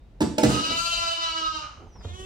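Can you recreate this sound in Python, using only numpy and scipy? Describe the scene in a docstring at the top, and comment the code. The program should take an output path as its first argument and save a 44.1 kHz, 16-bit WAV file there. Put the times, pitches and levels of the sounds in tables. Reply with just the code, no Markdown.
"""A yard rumbles quietly throughout, under a bird's faint gliding whistles: filtered noise and swept sines.
Four knocks on something hollow follow, each a noisy crack over decaying modes, with low thuds (struck sines).
As the last knocks sound, a lamb begins one long bleat: quavering harmonics and breath through a changing throat.
Soft scuffs of grainy noise and more thuds come during and after it, and the bird whistles again.
A second lamb starts to call, its mouth closing; all but the rumble reverberates in a sheet-metal farm shed."""
import sys
import numpy as np
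from scipy import signal
from scipy.fft import rfft, irfft, next_fast_len
from scipy.io import wavfile
from scipy.ndimage import uniform_filter1d, map_coordinates

SR = 44100
rng = np.random.default_rng(int(sys.argv[2]) if len(sys.argv) > 2 else 0)


def unload_wav(signal):
    """Save mono or channel-first audio to the path in sys.argv[1] as 16-bit WAV at rate SR, clipped to [-1, 1]."""
    wavfile.write(
        sys.argv[1],
        SR,
        np.round(np.clip(np.atleast_2d(signal).T, -1, 1) * 32767).astype(np.int16),
    )


N = 99225
T = np.arange(N) / SR  # time of each sample in s

# Spectrum of the air noise. Each row: frequency in Hz, relative level in dB.
AIR = [(12, -89), (24, -18), (36, -1.5), (60, -6.5), (130, -16.5), (270, -25), (660, -31.5), (1300, -42),
       (2500, -45), (3500, -47.5), (16000, -69.5)]
# Likeness of the air noise in the two channels. Each row: frequency in Hz, correlation coefficient.
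AIR_ALIKE = [(60, 0.96), (300, 0.74), (1500, 0.32), (8000, 0.16)]
# Swell of the air noise. Each row: time in seconds, gain over AIR_DB in dB.
YARD = [(0, 3.5), (.8, 6.5), (1.3, 0.5), (1.7, 1.5), (1.8, 7), (2.0, 7), (2.25, 10.5)]
AIR_DB = -52.5
LUMP_DB, LUMP_HZ = 3, 14  # depth of the rumble's unevenness, its random knots a second

# Glides of the bird, one list per whistle. Each row: time in seconds, pitch in Hz, level in dB.
WHISTLES = [
    [(0, 3600, -73), (.06, 3845, -78), (.09, 3790, -83), (.11, 4050, -88)],
    [(1.85, 6600, -77), (1.9, 6040, -68), (1.96, 5600, -59.5), (2.0, 5000, -61), (2.055, 4512, -68)],
    [(1.9, 5430, -85), (1.94, 5100, -70), (1.98, 4900, -85)],
]
BIRD_WET_DB = -6

# Blows. Each row: start in seconds, level in dB, clatter length in seconds,
# centre of the excited modes in Hz, extra level of the crack in dB.
KNOCKS = [(0.205, -26, 0.02, 297, -2), (.381, -28.5, 0.0077, 555, 3.5), (0.431, -22, 0.02, 306, 0),
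          (0.5, -37, 0.096, 265, 8.5)]
# Modes of the hollow body. Each row: nominal frequency in Hz, relative level in dB, T60 in seconds.
HOLLOW_MODES = [(130, -5.5, 0.28), (174.5, -0.5, 0.1), (228.4, 1, 0.13), (294.5, 1.5, 0.075),
                (358.6, -0.5, 0.093), (486, 1, 0.097), (563, -3, 0.04), (594.5, 9, 0.04), (885, 7.5, 0.073),
                (1088, 12.5, 0.018), (1660, -29, 0.054), (2370, -14, 0.092), (5060, -6, .05)]
# Spectrum of the crack. Each row: frequency in Hz, relative level in dB.
CRACK = [(40, -82), (100, -6), (300, 1.5), (600, -6), (900, -5.5), (1200, -11), (1700, -12.5), (2300, -15),
         (5000, -14.5), (8500, -20.5), (12000, -35.5), (16000, -31.5)]
SLOPE_DB = 11  # fall of the mode levels per octave from the centre
SNAP_S, BUILD_S = 0.005, 0.018  # rise time constants of the crack and of the ring
CRACK_DB, RING_DB = 16.5, 16.5
KNOCK_LAG_S, KNOCK_PAN_DB, KNOCK_WET_DB = 0.00021, -2.5, -3

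# Thuds. Each row: start in seconds, level in dB.
THUDS = [(0.225, -21), (0.469, -17), (0.699, -30), (1.771, -33), (1.861, -36), (1.951, -39), (2.051, -19.5),
         (2.131, -29), (2.165, -62), (2.215, -63)]
THUD_HZ, THUD_T60_S, THUD_RISE_S = 79.7, 0.16, 0.012  # nominal pitch, decay, rise time constant
# Scuffs. Each row: centre time in seconds, level in dB, length in seconds, top of the spectrum in Hz.
SCUFFS = [(0.703, -37, 0.085, 447), (1.413, -46, 0.015, 610), (1.832, -51, 0.094, 707.8),
          (1.872, -48, 0.01, 868), (1.964, -51.5, 0.021, 1220), (2.015, -47, 0.016, 1286),
          (2.053, -42.5, 0.017, 1090), (2.074, -47.5, 0.067, 494)]

# The long bleat. Each row: time in seconds, pitch in Hz, level in dB,
# mouth position (0 opening, 1 wide, 2 slack, 3 and above spent).
BLEAT = [(.44, 277.8, -33.5, 3.4), (.49, 302.5, -32, 0.37), (.52, 315, -30, 0.71), (.6, 320.9, -31, 2),
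         (.66, 321.6, -27.5, 1.54), (.71, 329, -28, 1.7), (.78, 336.6, -27.5, 0.81),
         (.92, 339.5, -27.5, 0.89), (1.05, 335.3, -27, 1.66), (1.11, 334.6, -27, 1.26),
         (1.16, 330.2, -33, 1.43), (1.19, 333.7, -30.5, 2.1), (1.22, 333, -26.5, 1.72),
         (1.33, 323.6, -31, 1.66), (1.39, 324.3, -27, 1.95), (1.43, 319.7, -29, 2.04),
         (1.5, 316.5, -33, 1.98), (1.59, 307.2, -32.5, 2.06), (1.615, 300.3, -40, 2.6),
         (1.67, 283.4, -45.5, 3), (1.76, 272.4, -58, 2.98), (1.85, 269, -60, 3.13)]
# Throat resonances in the four mouth positions. Each row: frequency in Hz, relative level in dB.
OPENING = [(300, -15), (640, -52), (960, -14), (1270, 18), (1600, -3), (2100, -39), (2850, -28), (3400, 0),
           (4100, -24), (5000, -14), (6500, -9), (9000, -13), (16000, -32)]
WIDE = [(335, -40), (670, -7.5), (1005, -12.5), (1340, -5), (1675, -19), (2010, -21), (2345, -16),
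        (2680, -4), (3015, 0), (3350, -19), (4020, -5), (4350, -12), (4700, -8), (5400, -22), (6000, -14),
        (7500, -20), (9500, -27), (16000, -38)]
SLACK = [(315, -15), (640, -14.5), (960, -9), (1280, 4), (1600, -15), (1950, -24.5), (2300, -21),
         (2600, -19), (2900, -3.5), (3350, -20.5), (3900, -10), (4600, -16.5), (5400, -16.5), (6500, -24),
         (9000, -38), (16000, -59)]
SPENT = [(300, 1.5), (900, 4.5), (1250, 15), (1500, 2), (2000, -11), (2600, -11), (3000, -6.5), (3500, -29),
         (4500, -28), (6500, -22), (9000, -77), (16000, -86)]
# The second lamb's call. Each row: time in seconds, pitch in Hz, level in dB, mouth (0 thin to 1 humming).
ANSWER = [(1.99, 331, -72, 0.23), (2.055, 351.4, -47.5, 0.15), (2.1, 352.4, -48.5, 0.14),
          (2.15, 366.5, -45, 0.44), (2.175, 376.8, -43, 0.45), (2.21, 375.4, -41.5, 0.69),
          (2.25, 382.7, -41, 0.66)]
# Throat resonances of the second lamb. 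Each row: frequency in Hz, relative level in dB.
THIN = [(350, 1.5), (700, 4), (1500, 2), (2500, -5), (3900, 9), (4700, -13), (6200, -2), (8400, -22),
        (12000, -26), (16000, -55)]
HUM = [(378, 3.5), (760, -20), (1900, -16), (2300, -24), (3000, -7), (3400, -11), (3900, -38), (6000, -15),
       (7600, -15), (12000, -29), (16000, -76)]
# Hoarseness. Each row: time in seconds, share of the power that is breath (0 to 1).
HOARSE = [(0, .4), (.62, .3), (.78, .12), (1.2, .08), (1.3, .04), (1.58, .05), (1.62, .85), (1.9, .85),
          (2.06, .3), (2.12, .08), (2.25, .05)]
# Emphasis of the second harmonic. Each row: time in seconds, extra level in dB.
SECOND = [(.66, -6), (.76, -2), (1.0, -0.5), (1.14, 4.5), (1.19, -16), (1.24, -4), (1.6, 2), (1.7, 1)]
# Shading of the lambs between channels. Each row: frequency in Hz, left over right in dB.
LAMB_BALANCE = [(300, -3.5), (1300, -4.5), (2800, -1.5), (4500, 7), (9000, 4.5)]
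QUAVER_HZ, QUAVER_DB, QUAVER_PITCH = 17, 2.2, 0.002  # mean rate, level swing, fractional pitch swing
JITTER = 0.0014  # fractional size of the random pitch wander
BLUR_HZ = 7000  # harmonics are weakened to a half here
BREATH_HZ, LOW_BREATH = 2600, 0.2  # corner of the breath's rise, gain well below it
FLICKER_HZ = 45  # random knots a second in each harmonic's level
STEADY_HZ, FLICKER_MOST = 1300, 1.7  # harmonics below flicker less, those above more, up to this factor
FLICKER_DB, ANSWER_FLICKER_DB = 2.6, 2.5  # flicker depth at STEADY_HZ
LAMB_LAG_S, LAMB_WET_DB, ANSWER_WET_DB = 0.0004006, -3, -9

# Reverberation of the shed. Each row: frequency in Hz, T60 in seconds.
SHED = [(80, 0.54), (300, 0.55), (1200, 0.45), (4000, 0.48), (9000, 0.53), (15000, 0.1)]
# Likeness of the reverberation in the two channels. Each row: frequency in Hz, correlation coefficient.
SHED_ALIKE = [(60, 0.75), (250, 0.88), (700, 0.36), (2000, 0.45)]
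TOP_HZ = 16700


def amp(db):
    """A level in decibels is twenty times the logarithm of this amplitude ratio."""
    return 10 ** (np.asarray(db) / 20)


def unit(x):
    """Division by the root mean square gives unit power."""
    return x / np.sqrt(np.mean(x ** 2) + 1e-20)


def along(points, hz):
    """Linear interpolation of a spectrum on a logarithmic frequency axis."""
    f, v = np.transpose(points)
    return np.interp(np.log(hz + 1), np.log(f + 1), v)


def curves(rows):
    """Linear interpolation in time of each column after the first, and a mask of the span covered."""
    s, *cols = np.transpose(rows)
    return [np.interp(T, s, c) for c in cols] + [(T >= s[0]) & (T <= s[-1])]


def wobble(rate):
    """Spline interpolation of random knots, rate of them a second, gives a smooth random modulation."""
    knots = rng.standard_normal(int(N * rate / SR) + 4)
    return map_coordinates(knots, [T * rate])


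def filtered(x, response):
    """Linear filtering multiplies the spectrum by a frequency response."""
    m = next_fast_len(N + SR // 2)
    return irfft(rfft(x, m) * response(np.fft.rfftfreq(m, 1 / SR)), m)[..., :N]


def blend(pair, alike):
    """Sum and difference of two independent signals give a chosen correlation at each frequency."""
    def mix(hz):
        turn = np.arccos(np.clip(along(alike, hz), -1, 1)) / 2
        return np.array([np.cos(turn), np.sin(turn)])

    mid, side = filtered(pair, mix)
    return np.array([mid + side, mid - side])


def placed(x, lag_s, pan_db, wet_db):
    """Interaural lag (right first) and level (left over right) place a source; decaying noise reverberates."""
    hz, t, z = signal.stft(rng.standard_normal((2, SR)), SR, nperseg=256)
    decay = amp(-60 * t / along(SHED, hz)[:, None])
    tail = signal.istft(z * decay, SR, nperseg=256)[1]
    tail = tail / np.linalg.norm(tail[0])
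    late = np.pad(x, (200, 0))  # delay in samples before the reverberation
    wet = signal.fftconvolve(late[None], tail, axes=1)[:, :N]
    direct = filtered(x, lambda f: np.exp(-1j * np.pi * f * lag_s * np.array([[1], [-1]])))
    return (direct + amp(wet_db) * blend(wet, SHED_ALIKE)) * amp([[pan_db / 2], [-pan_db / 2]])


def air():
    """Coloured noise: a slow random modulation makes the rumble lumpy below a steadier hiss."""
    noise = filtered(rng.standard_normal((2, N)), lambda f: amp(along(AIR, f)))
    noise = unit(blend(noise, AIR_ALIKE))
    rumble = filtered(noise, lambda f: 1 / (1 + (f / 600) ** 2))
    lumps = amp(LUMP_DB * wobble(LUMP_HZ))
    return amp(AIR_DB + curves(YARD)[0]) * (noise + (lumps - 1) * rumble)


def bird():
    """Frequency modulation of a sine: phase is the integral of the gliding pitch of each faint whistle."""
    out = np.zeros(N)
    for rows in WHISTLES:
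        hz, db, on = curves(rows)
        phase = 2 * np.pi * np.cumsum(hz) / SR
        out += on * amp(db + 1.6 * wobble(39.3)) * np.sin(phase)
    return placed(out, 0, 0, BIRD_WET_DB)


def crack(t, length):
    """Impact noise: a short clatter of contacts, brought to equal energy and then coloured."""
    envelope = (1 - np.exp(-t / SNAP_S)) * np.exp(-np.minimum(t / length, 20) ** 2)
    clatter = envelope * rng.standard_normal(N) * amp(3 * wobble(250))
    clatter /= np.sqrt(np.sum(clatter ** 2) / (0.02 * SR))
    return filtered(clatter, lambda f: amp(along(CRACK, f)))


def hollow_ring(t, centre_hz):
    """Modal synthesis: a blow excites most the modes near its centre, and each decays exponentially."""
    ring = np.zeros(N)
    for hz, level, t60 in HOLLOW_MODES:
        mode_db = level - SLOPE_DB * abs(np.log2(hz / centre_hz)) + rng.normal(0, 4)
        mode_hz = hz * rng.normal(1, 0.013)
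        ring += amp(mode_db - 60 * t / t60) * np.sin(2 * np.pi * (mode_hz * t + rng.random()))
    return (1 - np.exp(-t / BUILD_S)) * ring


def knocks():
    """Superposition of contact noise and resonance: each knock cracks while the hollow body rings."""
    out = np.zeros(N)
    for s, db, length, centre_hz, crack_db in KNOCKS:
        t = (T - s).clip(0)
        ring = amp(RING_DB) * hollow_ring(t, centre_hz)
        out += amp(db) * (ring + amp(CRACK_DB + crack_db) * crack(t, length))
    return placed(out, KNOCK_LAG_S, KNOCK_PAN_DB, KNOCK_WET_DB)


def thuds():
    """Damped oscillation: each low thud through the floor is a sine that rises softly and decays."""
    out = np.zeros(N)
    for s, db in THUDS:
        t = (T - s).clip(0)
        hz = THUD_HZ * (1 + rng.normal(0, .04))
        out += amp(db - 60 * t / THUD_T60_S) * (1 - np.exp(-t / THUD_RISE_S)) * np.sin(2 * np.pi * hz * t)
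    return out


def scuffs():
    """Friction noise: grainy low-passed noise under a bell-shaped envelope for each scuff on the floor."""
    out = np.zeros(N)
    for s, db, length, top_hz in SCUFFS:
        grains = rng.standard_normal(N) * amp(2.9 * wobble(130))
        grit = unit(filtered(grains, lambda f: (f > 150) / (1 + (f / top_hz) ** 3)))
        out += amp(db) * np.exp(-((T - s) / length) ** 2 * 4) * grit
    return out


def footwork():
    """Superposition: thuds and scuffs share one place and one reverberation."""
    return placed(thuds() + scuffs(), 0, -3.0, -5.5)


def harmonics(hz, phase, shares, throats, flicker_db):
    """Source and filter: harmonics of the pitch take the throat's levels, and the highest are weakened."""
    second_db = curves(SECOND)[0]
    tone, power = np.zeros(N), np.zeros(N)
    for k in range(1, 40):
        db = sum(share * along(shape, k * hz) for share, shape in zip(shares, throats))
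        flicker = flicker_db * np.minimum(k * hz / STEADY_HZ, FLICKER_MOST) * wobble(FLICKER_HZ)
        size = amp(db + (k == 2) * second_db + flicker)
        blur = 1 / (1 + (k * hz / BLUR_HZ) ** 2)
        tone += size * blur * np.sin(k * phase + k * k * 0.0484)
        power += size ** 2 / 2
    return tone / np.sqrt(uniform_filter1d(power, 4000))


def throat_breath(phase, shares, throats):
    """Modulated turbulence: noise gated once a cycle of the voice is coloured by the same throat."""
    puffs = rng.standard_normal(N) * (1 + 1.6 * np.cos(phase))
    breath = np.zeros(N)
    for share, shape in zip(shares, throats):
        def response(f):
            rise = LOW_BREATH + 1 / (1 + (BREATH_HZ / (f + 1)) ** 4)
            return amp(along(shape, f)) * rise * (f > 700)

        breath += share * unit(filtered(puffs, response))
    return breath


def voice(rows, throats, flicker_db):
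    """Vibrato and cross-fading resonances: a quavering pitch and breath pass a changing mouth."""
    hz, db, mouth, on = curves(rows)
    hoarse = curves(HOARSE)[0]
    position = np.clip(mouth, 0, len(throats) - 1)
    shares = [np.clip(1 - abs(position - i), 0, 1) for i in range(len(throats))]
    quaver = np.sin(2 * np.pi * np.cumsum(QUAVER_HZ * (1 + 0.2903 * wobble(5.43))) / SR)
    hz = hz * (1 + QUAVER_PITCH * quaver + JITTER * wobble(90.12))
    phase = 2 * np.pi * np.cumsum(hz) / SR
    tone = harmonics(hz, phase, shares, throats, flicker_db)
    breath = throat_breath(phase, shares, throats)
    sound = np.sqrt(1 - hoarse) * tone + np.sqrt(hoarse) * breath
    return on * amp(db + QUAVER_DB * quaver) * sound


def lambs():
    """Interchannel shading: both calls come from one pen, and their left-right balance varies with frequency."""
    bleat = voice(BLEAT, [OPENING, WIDE, SLACK, SPENT], FLICKER_DB)
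    answer = voice(ANSWER, [THIN, HUM], ANSWER_FLICKER_DB)
    both = placed(bleat, LAMB_LAG_S, 0, LAMB_WET_DB) + placed(answer, LAMB_LAG_S, -0.69, ANSWER_WET_DB)
    return filtered(both, lambda hz: amp(along(LAMB_BALANCE, hz) * np.array([[.5], [-.5]])))


def scene():
    """Superposition: the sound pressures of all sources add."""
    return air() + bird() + knocks() + footwork() + lambs()


def record(dry):
    """Band limitation: nothing is kept at or above TOP_HZ."""
    return filtered(dry, lambda hz: hz < TOP_HZ)


dry = scene()
out = record(dry)
unload_wav(out)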